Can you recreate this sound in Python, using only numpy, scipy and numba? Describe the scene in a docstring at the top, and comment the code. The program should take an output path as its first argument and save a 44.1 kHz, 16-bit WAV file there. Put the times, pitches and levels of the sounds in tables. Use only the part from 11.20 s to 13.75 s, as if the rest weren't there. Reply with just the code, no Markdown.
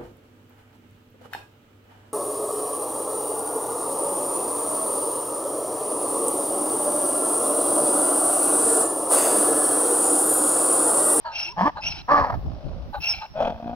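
"""A donkey brays on open sand: three rounds of a gasp, a squealing in-drawn "hee" and a rough "haw".
Each gasp is noise through mouth resonances; each hee a hoarse whistle with overtones over rushing air.
Two faint moans rise into the first haw. Haws are uneven throat pulses; the second breaks into a rattling
growl, and the third, after one more gasp, rattles out. Throughout, scrub gives a faint echo and wind
buffets the microphone; a faint, high hiss comes and goes, mostly on the right."""
import sys
import numpy as np
from scipy import signal
from scipy.fft import rfft, irfft
from scipy.io import wavfile
from scipy.ndimage import uniform_filter1d
from numba import njit

SR = 44100
rng = np.random.default_rng(int(sys.argv[2]) if len(sys.argv) > 2 else 0)


def materialize(psi):
    """Save the field psi as 16-bit PCM at rate SR to the path in sys.argv[1].

    A 1-D psi becomes a single channel; in a 2-D psi each row is a channel.
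    """
    bounded = np.clip(np.atleast_2d(psi).T, -1, 1)
    quanta = np.round(bounded * 32767).astype(np.int16)
    wavfile.write(sys.argv[1], SR, quanta)


N = 112455
T = np.arange(N) / SR

# haw; jitter and rasp scale with roughness
MOUTH_WIDTH_HZ, JITTER, SHIMMER_DB, RASP_GAIN = 120., 0.083, 3.5, 2.54
RATTLE_HZ, RATTLE_JITTER, RATTLE_DECAY_CYCLES = 53.4, .25, 0.35
CATCH_ATTACK_S, CATCH_HOLD_S, CATCH_RELEASE_S = 0.0044, 0.0091, 0.0049
# hee; waver, flicker and flap scale with roughness
WAVER, WAVER_HZ, WAVER_SLOW = 0.037, 500.8, 0.01187
FLICKER_DB, FLICKER_HZ = 8.5, 120.1  # a hoarse whistle catches and drops
FLAP_HZ, FLAP_DEPTH = 489.5, 0.5  # a second, slower oscillation of the folds
FOURTH_DB = -29.5  # against the octave
STRAND_WIDTH_HZ, FLARE_DB, FLARE_HZ, RUSH_DB = 157., 5, 59.76, -1.5
# gasp
GASP_ATTACK_S, GASP_DECAY_S, GASP_RELEASE_S, GASP_SAG_PER_S = 0.022, 0.051, 0.019, 1
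GASP_OPEN_S = 0.0096  # the weaker resonances join in as the mouth opens
# surroundings
ECHO_DB, ECHO_T60_S, ECHO_RISE_S = -20, 0.91, 0.0067
BUFFET_DB, BUFFET_HZ = 10.5, 24.535
FLOOR_DB, HISS_LEFT_DB = -54, -28.5  # hiss: left against right
TOP_HZ = 15800


def amp(db):
    """Decibels to gain."""
    return 10 ** (np.asarray(db) / 20)


def unit(x):
    """Scale to rms 1."""
    return x / np.sqrt(np.mean(x ** 2))


def steady(x, size=1300):
    """Hold the running rms near 1; size in samples."""
    power = uniform_filter1d(uniform_filter1d(x ** 2, size), size // 2)
    return x / np.sqrt(power + 1e-12)


def noise():
    """White noise."""
    return rng.standard_normal(N)


def walk(hz):
    """Random wandering of rms 1: straight lines between hz random points per second."""
    return unit(np.interp(T * hz, np.arange(N), noise()))


def curves(rows):
    """The columns of a table over time, and a gate that is open while it lasts."""
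    s, *cols = np.array(rows, float).T
    inside = 1. * ((T >= s[0]) & (T <= s[-1]))
    return [np.interp(T, s, c) for c in cols] + [uniform_filter1d(inside, size=200)]


def over_hz(rows, f):
    """The columns of a table over log frequency."""
    hz, *cols = np.array(rows, float).T
    return [np.interp(np.log(f + 1), np.log(hz), c) for c in cols]


def colour(x, points, size=4096):
    """Minimum-phase filter through (Hz, dB) points, built from a folded cepstrum."""
    gain = amp(over_hz(points, np.fft.rfftfreq(size, 1 / SR))[0])
    cepstrum = irfft(np.log(gain))
    cepstrum[1:size // 2] *= 2
    cepstrum[size // 2 + 1:] = 0
    impulse = irfft(np.exp(rfft(cepstrum)))
    return signal.fftconvolve(x, impulse)[:N]


@njit
def resonate(x, hz, width):
    """Band-pass state-variable filter with a moving centre."""
    y, band, low = np.empty(len(x)), 0., 0.
    for i in range(len(x)):
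        g, k = np.tan(np.pi * hz[i] / SR), width / hz[i]
        v = (band + g * (x[i] - low)) / (1 + g * (g + k))
        band, low, y[i] = 2 * v - band, low + 2 * g * v, k * v
    return y


def cycles(hz):
    """Cycle count and phase within the cycle."""
    turn = np.cumsum(hz) / SR
    return turn.astype(int), turn % 1


def haw(rows, throat, boost):
    """Uneven vocal pulses and puffs of air ring the throat; a slow flutter chops them into a rattle."""
    hz, db, low_db, mouth_hz, rough, rattle, gate = curves(rows)
    rough, rattle = np.clip(rough, 0, 1), np.clip(rattle, 0, 1)

    count, phase = cycles(hz * np.exp(JITTER * rough * walk(300)))
    shimmer = amp(SHIMMER_DB * np.tanh(noise())[count])
    pulses = unit(np.diff(count, prepend=0) * shimmer)
    soft_close = signal.butter(2, 2200, fs=SR, output="sos")  # the folds close softly
    pulses = signal.sosfilt(soft_close, pulses)
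    puffs = unit(noise() * np.exp(-phase / 1.1))
    source = (1 - rough) * pulses + RASP_GAIN * rough * puffs

    voice = colour(source, throat)
    voice = steady(voice + boost * resonate(voice, mouth_hz, MOUTH_WIDTH_HZ))

    flap, flap_phase = cycles(RATTLE_HZ * np.exp(RATTLE_JITTER * walk(50)))
    strokes = np.exp(-flap_phase / RATTLE_DECAY_CYCLES) * amp(3.1 * np.tanh(noise())[flap])
    flutter = unit(uniform_filter1d(strokes, size=130))
    chop = 1 - rattle + rattle * flutter

    fundamental = unit(np.sin(2 * np.pi * phase)) * amp(11.0 * rough * walk(120)) * chop
    return gate * (voice * (chop * amp(db) + catches()) + fundamental * amp(low_db))


def catches():
    """Strength of the short bursts in which the throat snaps open and shuts again."""
    # loudest catches, which stand out of the rattle: t/s, level/dB
    catch_rows = [(1.038, -28.5), (1.095, -26), (1.121, -31.5), (1.138, -30.5), (2.201, -22.5), (2.22, -26),
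                  (2.247, -26.5), (2.269, -24.5), (2.295, -27), (2.467, -34.5), (2.493, -36), (2.53, -36)]

    def burst(age):
        release = np.exp(-np.maximum(age - CATCH_HOLD_S, 0) / CATCH_RELEASE_S)
        return np.clip(age / CATCH_ATTACK_S, 0, 1) * release
    return sum(amp(db) * burst(T - start) for start, db in catch_rows)


def hee(rows):
    """In-drawn air whistles in the tight larynx over its own rush; flapping folds add hoarse side tones."""
    # colour of the rushing air: f/Hz, level/dB
    air_colour = [(450, -16), (620, 5.5), (880, 11), (1080, -8.5), (1400, 5.5), (1950, -6), (2600, 9.5),
                  (3700, 0.5), (5800, -1), (6700, -48.5), (8500, -24), (12200, -33)]
    hz, db, octave_db, air_db, rough, gate = curves(rows)
    drift = walk(70)
    flap = np.sin(2 * np.pi * np.cumsum(FLAP_HZ * np.exp(0.17 * walk(90))) / SR)

    def partial(order):
        wobble = rough * (WAVER * walk(WAVER_HZ) / order + WAVER_SLOW * drift)
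        tone = np.sin(2 * np.pi * order * np.cumsum(hz * (1 + wobble)) / SR)
        flicker = amp(FLICKER_DB * rough * np.tanh(walk(FLICKER_HZ)))
        return unit(tone * (1 + FLAP_DEPTH * rough * flap) * flicker)

    upper = partial(order=2) + amp(FOURTH_DB) * partial(order=4)
    rush = unit(colour(noise(), air_colour) * amp(2 * walk(120)))
    air = strands(hz) + amp(RUSH_DB) * rush
    return gate * (amp(db) * partial(order=1) + amp(octave_db) * upper + amp(air_db) * air)


def strands(hz):
    """Turbulence rings narrow resonances that glide with the whistle, each flaring on its own."""
    # resonances of the tight larynx: multiple of whistle pitch, level/dB
    strand_rows = [(0.881, -8), (1.01, -4.5), (1.19, -15), (1.53, -14), (1.851, -15), (1.988, -5),
                   (2.098, -7)]

    def ring(centre_hz):
        once = resonate(noise(), centre_hz, STRAND_WIDTH_HZ)
        twice = resonate(once, centre_hz, STRAND_WIDTH_HZ)
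        return steady(twice) * unit(amp(FLARE_DB * walk(FLARE_HZ)))
    return sum(amp(db) * ring(multiple * hz) for multiple, db in strand_rows)


def gasp(start, length, db, mouth_hz):
    """A rasp as airflow turns: main mouth resonance first, weaker ones join, all sag in pitch throughout."""
    # resonances: multiple of mouth resonance, nominal width/Hz (widened per stage below), level/dB
    gasp_modes = [(.7, 93, -8.5), (1, 73, 4), (1.4, 62, -5.5), (1.76, 112, -8), (3.2, 360, -26),
                  (4.7, 360, -20.5)]
    age = np.clip(T - start, 0, 2 * length)
    hz = mouth_hz * np.exp(-GASP_SAG_PER_S * (age - length / 2))
    rasp = noise()
    opened = np.clip(2 * age / GASP_OPEN_S - 1, .1, 1)
    ring = 0
    for multiple, width, mode_db in gasp_modes:
        once = resonate(rasp, multiple * hz, 1.3 * width)
        twice = resonate(once, multiple * hz, 1.21 * width)
        ring = ring + amp(mode_db) * (1 if mode_db > -5 else opened) * twice
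    shape = np.minimum(age / GASP_ATTACK_S, np.exp(-(age - GASP_ATTACK_S) / GASP_DECAY_S))
    shape = shape * np.clip((length - age) / GASP_RELEASE_S, 0, 1)
    return steady(ring, size=600) * shape * amp(db)


def moan(start, length, from_hz, to_hz, db):
    """A thin, unsteady sine that glides in pitch as it swells and fades."""
    along = np.clip((T - start) / length, 0, 1)
    hz = (from_hz + (to_hz - from_hz) * along) * (1 + 0.042 * walk(65))
    tone = unit(np.sin(2 * np.pi * np.cumsum(hz) / SR) * amp(2.0 * walk(110)))
    return tone * np.sin(np.pi * along) * amp(db)


def ports(x):
    """The call reaches the two microphone ports with different phase and strength."""
    # f/Hz, lead of left/rad, left minus right/dB
    port_rows = [(250, 0.35, -0.5), (731, 0.29, 4), (1190, 1.39, -3), (2795, 1.73, 2.5), (5440, 1.37, -2)]
    lead, db = over_hz(port_rows, np.fft.rfftfreq(2 * N, 1 / SR))
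    half = amp(db / 2) * np.exp(.5j * lead)
    return irfft(rfft(x, 2 * N) * np.array([half, 1 / half]))[:, :N]


def scrub(x):
    """Faint scattered echoes from the bushes: decaying noise tails, different on each side."""
    tail = amp(-60 * T / ECHO_T60_S) * np.minimum(T / ECHO_RISE_S, 1)
    tail = tail / np.sqrt(np.sum(tail ** 2))

    def side():
        echo = signal.fftconvolve(x, noise() * tail)[:N]
        return colour(echo, [(1900, -5.5), (5400, -1.0)])
    return np.array([side() for _ in range(2)]) * amp(ECHO_DB)


def background():
    """Coloured noises: wind buffeting each port on its own, a quiet floor, a faint high hiss mostly right."""
    # levels: t/s, level/dB (hiss: right side)
    wind_level, hiss_level = [(.05, -58), (.45, -45), (.78, -39.5), (.87, -50.5), (1.02, -26.5),
                              (1.4, -31.5), (1.9, -39.5), (2.12, -43.5), (2.55, -41.5)], [(.7, -80), (1.02, -60), (1.2, -64), (1.5, -94), (1.85, -46),
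                                            (2.1, -71.5)]
    # colours: f/Hz, level/dB
    wind_colour, floor_colour, hiss_colour = [(20, -10.5), (55, 4.5), (170, -9), (400, -21), (2000, -79)], [(40, -5), (420, -18), (800, -9),
                                                                   (1800, -20), (5500, -24.5), (7000, -45)], [(8000, -30.5), (11000, 1),
                                                                                  (15000, 3.5)]

    def gusts():
        air = steady(colour(noise(), wind_colour), size=2500)
        return air * unit(amp(BUFFET_DB * np.tanh(walk(BUFFET_HZ))))
    wind = np.array([gusts() for _ in range(2)])
    floor = np.array([unit(colour(noise(), floor_colour)) for _ in range(2)])
    hiss = np.array([unit(colour(noise(), hiss_colour)) * amp(db) for db in (HISS_LEFT_DB, 0)])
    return wind * amp(curves(wind_level)[0]) + floor * amp(FLOOR_DB) + hiss * amp(curves(hiss_level)[0])


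def scene():
    """The bray, its echo, wind, and background noise with a faint high hiss, mostly right."""
    # haws: t/s, pitch f/Hz, level/dB, fundamental level/dB, mouth resonance f/Hz, roughness 0-1, rattle 0-1
    haw_1, haw_2, growl, haw_3 = [(.364, 170, -42, -58.5, 830, 0.21, 0.1),
                                  (.38, 170.3, -25, -33, 845, 0.24, 0),
                                  (.42, 185.7, -17, -27.5, 875, 0.24, 0.13),
                                  (.44, 208.1, -24, -29.5, 964, 0.42, 0),
                                  (.455, 280.5, -18.5, -28, 1020, 0.26, 0.4),
                                  (.477, 296.1, -14, -28, 1053, 0.16, 0),
                                  (.505, 310, -36, -64.5, 950, 0.4, 0.09)], [(.874, 204.6, -56.5, -89, 886, 0.27, 0),
                                                 (.885, 232.5, -25, -53, 980, 0.29, 0),
                                                 (.915, 297.6, -12.5, -32, 1194, 0.29, 0),
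                                                 (.99, 285.4, -16.5, -36, 1188, 0.43, 0),
                                                 (1.05, 265.7, -24.5, -43.5, 880, 0.46, 0.076),
                                                 (1.115, 240.8, -33, -56, 794, 0.35, 0.42),
                                                 (1.185, 219.8, -52.5, -46, 666, 0.55, 1)], [(1.15, 215.3, -51.5, -70.5, 706, 0.88, 1),
                                                                (1.47, 195.7, -42, -63, 597, 0.48, 0.63),
                                                                (1.71, 181.7, -49.5, -47, 510, 0.75, 0.49)], [(2.135, 205, -58.5, -66.5, 630, 0.073, 0),
                                                                               (2.16, 207.7, -29, -61, 600, 0.2, 0.17),
                                                                               (2.23, 226, -24.5, -48, 617, 0.41, 0),
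                                                                               (2.3, 232.3, -32.5, -48, 692, 0.37, 0.58),
                                                                               (2.38, 222.5, -41, -45.5, 677, 0.37, .9),
                                                                               (2.56, 245.8, -35.5, -34, 730, 0.21, 0.97)]
    # colour of the throat in each haw: f/Hz, level/dB
    throat_1, throat_2 = [(300, -13.5), (420, -16), (590, -4.5), (700, -2.5), (850, -2.5), (1100, -0.5),
                          (1450, -19.5), (1730, -6), (2000, -19.5), (2700, -27), (3170, -22), (3700, -34),
                          (5400, -27), (7000, -53)], [(300, -10), (400, -11.5), (590, 3.5), (900, 2), (1220, 4),
                                            (1470, -11.5), (1700, -1), (1950, -11), (2900, -27),
                                            (3700, -30.5), (4300, -24), (5700, -27.5), (7000, -57.5)]
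    throat_growl, throat_3 = [(400, -9), (560, 3.5), (850, -3), (1300, -7.5), (1620, -16), (1950, -43.5),
                              (2500, -18), (5600, -23), (7000, -50)], [(260, -5), (390, -17.5), (530, 1), (700, 4.5),
                                                    (930, -2.5), (1080, -11), (1480, -10.5), (1800, -21.5),
                                                    (2250, -25.5), (2520, -11), (2800, -25.5), (3350, -15),
                                                    (3700, -27), (6000, -36), (7200, -53.5)]
    # hees: t/s, pitch f/Hz, whistle level/dB, octave level/dB, rushing air level/dB, roughness 0-1
    hee_1, hee_2, hee_3 = [(.118, 2683, -67.5, -61.5, -50, 0.04), (.16, 2720, -29.5, -43.5, -36.5, 0.37),
                           (.21, 2694, -37.5, -29.5, -35.5, 0.72), (.29, 2700, -34, -40, -42.5, 0.5),
                           (.325, 2700, -65.5, -42.5, -48.5, 0.26)], [(0.609, 2557, -57.5, -46, -70.5, 0.598),
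                                          (0.637, 2668, -28, -41, -35.5, 0.67),
                                          (0.669, 2749, -28, -29, -37.5, 0.73),
                                          (0.791, 2607, -49.5, -54.5, -41.5, 0.57),
                                          (0.821, 2660, -78, -74, -45.5, 0.87)], [(1.804, 2640, -46.5, -52, -45.5, .3),
                                                         (1.846, 2731, -27.5, -36.5, -35, 0.36),
                                                         (1.877, 2732, -29, -27.5, -38, 0.47),
                                                         (1.903, 2710, -36.5, -18.5, -35, .04),
                                                         (1.931, 2654, -50, -26, -38.5, 0.054),
                                                         (1.942, 2690, -57, -53, -36.5, 0.75),
                                                         (2.066, 2625, -54.5, -86, -52.5, 1)]
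    # gasps: t/s, length/s, level/dB, mouth resonance f/Hz
    gasp_rows = [(0.042, 0.11, -28, 910), (0.551, 0.072, -30.5, 873), (1.726, 0.072, -27.5, 844),
                 (2.003, 0.068, -31.5, 865)]
    # moans: t/s, length/s, start f/Hz, end f/Hz, level/dB
    moan_rows = [(0.223, 0.13, 294.4, 434, -53.5), (0.244, 0.13, 876, 968, -45)]

    bray = haw(haw_1, throat_1, boost=1.84) + haw(haw_2, throat_2, boost=1.84)
    bray = bray + haw(growl, throat_growl, boost=1.84)
    bray = bray + haw(haw_3, throat_3, boost=1.2)  # the mouth rings less in the last haw
    bray = bray + sum(hee(rows) for rows in (hee_1, hee_2, hee_3))
    bray = bray + sum(gasp(*row) for row in gasp_rows)
    bray = bray + sum(moan(*row) for row in moan_rows)
    return ports(bray) + scrub(bray) + background()


def record(dry):
    """The recorder cuts the top with a steep elliptic low-pass."""
    return signal.sosfilt(signal.ellip(10, .2, 80, TOP_HZ, fs=SR, output="sos"), dry)


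dry = scene()
out = record(dry)
materialize(out)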